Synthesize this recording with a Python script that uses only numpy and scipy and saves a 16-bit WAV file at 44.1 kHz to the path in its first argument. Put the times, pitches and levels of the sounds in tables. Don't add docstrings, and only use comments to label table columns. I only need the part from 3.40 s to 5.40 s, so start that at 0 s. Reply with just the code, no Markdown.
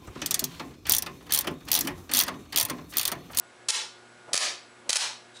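import sys
import numpy as np
from scipy import signal
from scipy.fft import rfft, irfft, next_fast_len
from scipy.io import wavfile
from scipy.ndimage import uniform_filter1d, minimum_filter1d, map_coordinates

SR = 44100
rng = np.random.default_rng(int(sys.argv[2]) if len(sys.argv) > 2 else 0)


def generate_wav(signal):
    frames = np.transpose(np.atleast_2d(signal))
    scaled = np.clip(frames, -1, 1) * 32767
    pcm = np.round(scaled).astype(np.int16)
    wavfile.write(sys.argv[1], SR, pcm)


N = 88200


def amp(db):
    return 10 ** (np.asarray(db) / 20)


def unit(x):
    return x / np.sqrt(np.mean(x ** 2) + 1e-20)


def along(points, hz):
    f, value = np.transpose(points)
    return np.interp(np.log(hz + 1), np.log(f + 1), value)


def filtered(x, response):
    size = next_fast_len(len(x) + SR // 2)
    hz = np.fft.rfftfreq(size, 1 / SR)
    return irfft(rfft(x, size) * response(hz), size)[:len(x)]


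def noise(spectrum):
    return unit(filtered(rng.standard_normal(N), lambda hz: amp(along(spectrum, hz))))


def resonance(f, centre, width):
    return 1j * f * width / (centre ** 2 - f ** 2 + 1j * f * width)


def pulse(spectrum, size=4096):
    cepstrum = irfft(np.log(amp(along(spectrum, np.fft.rfftfreq(size, 1 / SR)))))
    cepstrum[1:size // 2] *= 2
    cepstrum[size // 2 + 1:] = 0
    h = irfft(np.exp(rfft(cepstrum)))
    return h / abs(h).max()


def impulses(rows):
    s, db = np.transpose(rows)
    return np.bincount(np.round(s * SR).astype(int), amp(db), N)[:N]


def wobble(rate):
    knots = rng.standard_normal(int(N * rate / SR) + 4)
    return map_coordinates(knots, [np.arange(N) * rate / SR])


def sparks():
    # [start/s, length/s, level/dB]
    arcs = [(.2847, .0228, -6.5), (.931, .0162, -1), (.953, .007, -5), (.9635, .004, -4.5),
            (.9762, .0036, -1), (1.4921, .015, -6), (1.5272, .0125, -7), (1.5477, .003, -6),
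            (1.5562, .0165, -6.5)]
    # [t/s, impulse level/dB]
    snaps = [(.2872, 15), (.289, 13), (.2921, 8), (.2945, 7), (.2974, -1), (.3004, 9.5), (.3027, 8),
             (.3047, 15), (.9329, 20.5), (.9345, 21), (.9418, 18.5), (.9435, 19), (.9451, 21), (.9547, 19),
             (.9639, 12.5), (.9771, 19.5), (1.4952, 17.5), (1.5055, 18), (1.5309, 22.5), (1.5371, 8),
             (1.5479, 5.5), (1.557, 11.5), (1.5697, 17)]
    # [f/Hz, level/dB]
    spark_colour = [(40, -93), (200, -23.5), (500, -13.5), (1000, -6), (2000, -6.5), (3500, 0.5), (5500, 3),
                    (8000, -1), (10500, -6), (16000, -5.5)]
    snaps_per_s, size_spread_db = 3000, 1
    sizzle_db = -8
    rise_s = 0.00084

    t, spark = np.arange(N) / SR, pulse(spark_colour)
    sizes = amp(size_spread_db * np.clip(rng.standard_normal(N), -2, 2))
    crackle = unit((rng.random(N) < snaps_per_s / SR) * sizes)
    shower = crackle + amp(sizzle_db) * rng.standard_normal(N)
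    drive = impulses(snaps)
    for start, length, db in arcs:
        on = (t >= start) & (t < start + length)
        catch = 1 - np.exp(-(t[on] - start) / rise_s)
        burst = unit(shower[on] - shower[on].mean())
        drive[on] += amp(db) * catch * burst / np.linalg.norm(spark)
    return -signal.fftconvolve(drive, spark)[:N]


def puffs():
    # [t/s, thump impulse level/dB, pop impulse level/dB]
    bursts = [(0.2877, -28, -20.5), (0.2969, -32, -21), (0.9326, -23.5, -21), (.9435, -18, 4.5),
              (1.4952, -24.5, -5.5)]
    # [f/Hz, level/dB]
    thump_colour = [(15, -13.5), (50, -1), (100, -9.5), (200, -14), (600, -25), (4000, -80)]
    # [f/Hz, level/dB]
    pop_colour = [(30, -22), (150, 1.5), (350, 3), (600, 4.5), (1000, -12), (2500, -3.5), (8000, -43)]

    s, thump_db, pop_db = np.transpose(bursts)
    thump = signal.fftconvolve(impulses(np.c_[s, thump_db]), pulse(thump_colour))
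    pop = signal.fftconvolve(impulses(np.c_[s, pop_db]), pulse(pop_colour))
    return (thump + pop)[:N]


def near_echoes(x):
    delays = [.0005, .00063, .00158, .00179, .00202]
    levels = [-22, -27, -9.5, -32, -20]

    def comb(f):
        return 1 + sum(amp(db) * np.exp(-2j * np.pi * f * s) for s, db in zip(delays, levels))

    return filtered(x, comb)


def room(x):
    # [f/Hz, T60/s]
    decay = [(150, 0.45), (600, 0.38), (1500, 0.34), (4000, 0.37), (7000, 0.31), (11000, 0.25)]
    # [f/Hz, level/dB]
    ring_colour = [(60, -24), (250, 0), (550, 2), (950, 5), (1300, 4), (2000, 5.5), (3500, -1),
                   (5000, -1.5), (7000, -2), (11000, 0)]
    ring_db, build_s = -7, 0.00084

    hz, t, bands = signal.stft(rng.standard_normal(SR * 3 // 4), SR, nperseg=256)
    fall = amp(-60 * t / along(decay, hz)[:, None])
    build = 1 - np.exp(-t / build_s)
    tail = signal.istft(bands * fall * build, SR, nperseg=256)[1]
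    wet = signal.fftconvolve(x, tail / np.linalg.norm(tail))[:N]
    return filtered(wet, lambda f: amp(ring_db + along(ring_colour, f)))


def cable():
    # [start/s, length/s, level/dB]
    scuffs = [(0.878, 0.026, -45.5), (.905, 0.074, -44), (1.456, 0.037, -49)]
    # [f/Hz, level/dB]
    scuff_colour = [(40, -30), (200, -8), (380, -3), (800, -3), (1300, -11), (2500, -24), (8000, -37)]
    # [t/s, level/dB]
    slide = [(1.94, -62), (1.955, -51.5), (1.973, -46.5), (1.985, -56.5), (2.0, -47)]
    # [f/Hz, width/Hz, level/dB]
    lug_modes = [(3840, 71, 4.5), (7360, 100, -10), (8100, 100, -17), (8700, 100, -10)]
    # [f/Hz, level/dB]
    rub_colour = [(100, -45), (1000, -19), (3500, -10), (6000, -13), (11000, -24)]

    t = np.arange(N) / SR
    swell = np.zeros(N)
    for start, length, db in scuffs:
        progress = np.clip((t - start) / length, 0, 1)
        swell += amp(db) * np.sqrt(abs(np.sin(np.pi * progress)))

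    def metal(f):
        ringing = sum(amp(db) * resonance(f, hz, width) for hz, width, db in lug_modes)
        return amp(along(rub_colour, f)) + ringing

    scrape = unit(filtered(rng.standard_normal(N), metal))
    slide_level = amp(np.interp(t, *np.transpose(slide))) * (t > slide[0][0])
    return swell * noise(scuff_colour) + slide_level * scrape


def background():
    # [f/Hz, level/dB]
    air_colour = [(15, -73), (25, -32), (110, -16), (149, -15), (241, -10.5), (267, -12.5), (362, -6.5),
                  (433, -10), (468, -7), (1260, -10.5), (1400, -13), (1900, -12.5), (11000, -28),
                  (14300, -62), (22000, -120)]
    # [multiple of hum_hz, rms level/dB]
    hum_lines = [(1, -70), (2, -69.5), (3, -65), (6, -70.5), (10, -72.5), (12, -63), (13, -69), (14, -68.5),
                 (15, -107), (18, -72)]
    air_db = -55
    hum_hz = 120
    waver_db, wavers_per_s = 2.4, 8.08
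    whine_hz, whine_width_hz, whine_db = 7850, 42, -72

    t = np.arange(N) / SR
    air = amp(air_db) * noise(air_colour)
    whine = unit(filtered(rng.standard_normal(N), lambda f: resonance(f, whine_hz, whine_width_hz)))
    hum = np.zeros(N)
    for multiple, db in hum_lines:
        level = amp(db + waver_db * wobble(wavers_per_s))
        hum += level * np.sin(2 * np.pi * (round(multiple) * hum_hz * t + rng.random()))
    return air + np.sqrt(2) * hum + amp(whine_db) * whine


def scene():
    arc = sparks()
    return (near_echoes(arc) + room(arc) + puffs() + cable() + background())[None]


def gain_control(x):
    ceiling_db, detect_s, hold_s, release_s = -20.5, 0.0063, 0.014, 0.036
    t, window, hold = np.arange(N) / SR, int(detect_s * SR), int(hold_s * SR)

    power = abs(uniform_filter1d(x ** 2, window))
    over_db = np.maximum(10 * np.log10(power + 1e-12) - ceiling_db, 0)
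    held_db = -minimum_filter1d(-over_db, hold, origin=(hold - 1) // 2)
    fade = np.exp(-t / release_s)
    cut_db = np.maximum.accumulate(held_db / fade) * fade
    return x * amp(-uniform_filter1d(cut_db, window // 2))


def record(dry):
    # [f/Hz, level/dB]
    recorder_response = [(11000, 0), (11500, -26), (11900, -38), (12500, -38), (13100, -14), (14100, -22),
                         (15000, -45)]
    top_hz = 15418
    return filtered(gain_control(dry[0]), lambda hz: amp(along(recorder_response, hz)) * (hz < top_hz))[None]


dry = scene()
out = record(dry)
generate_wav(out)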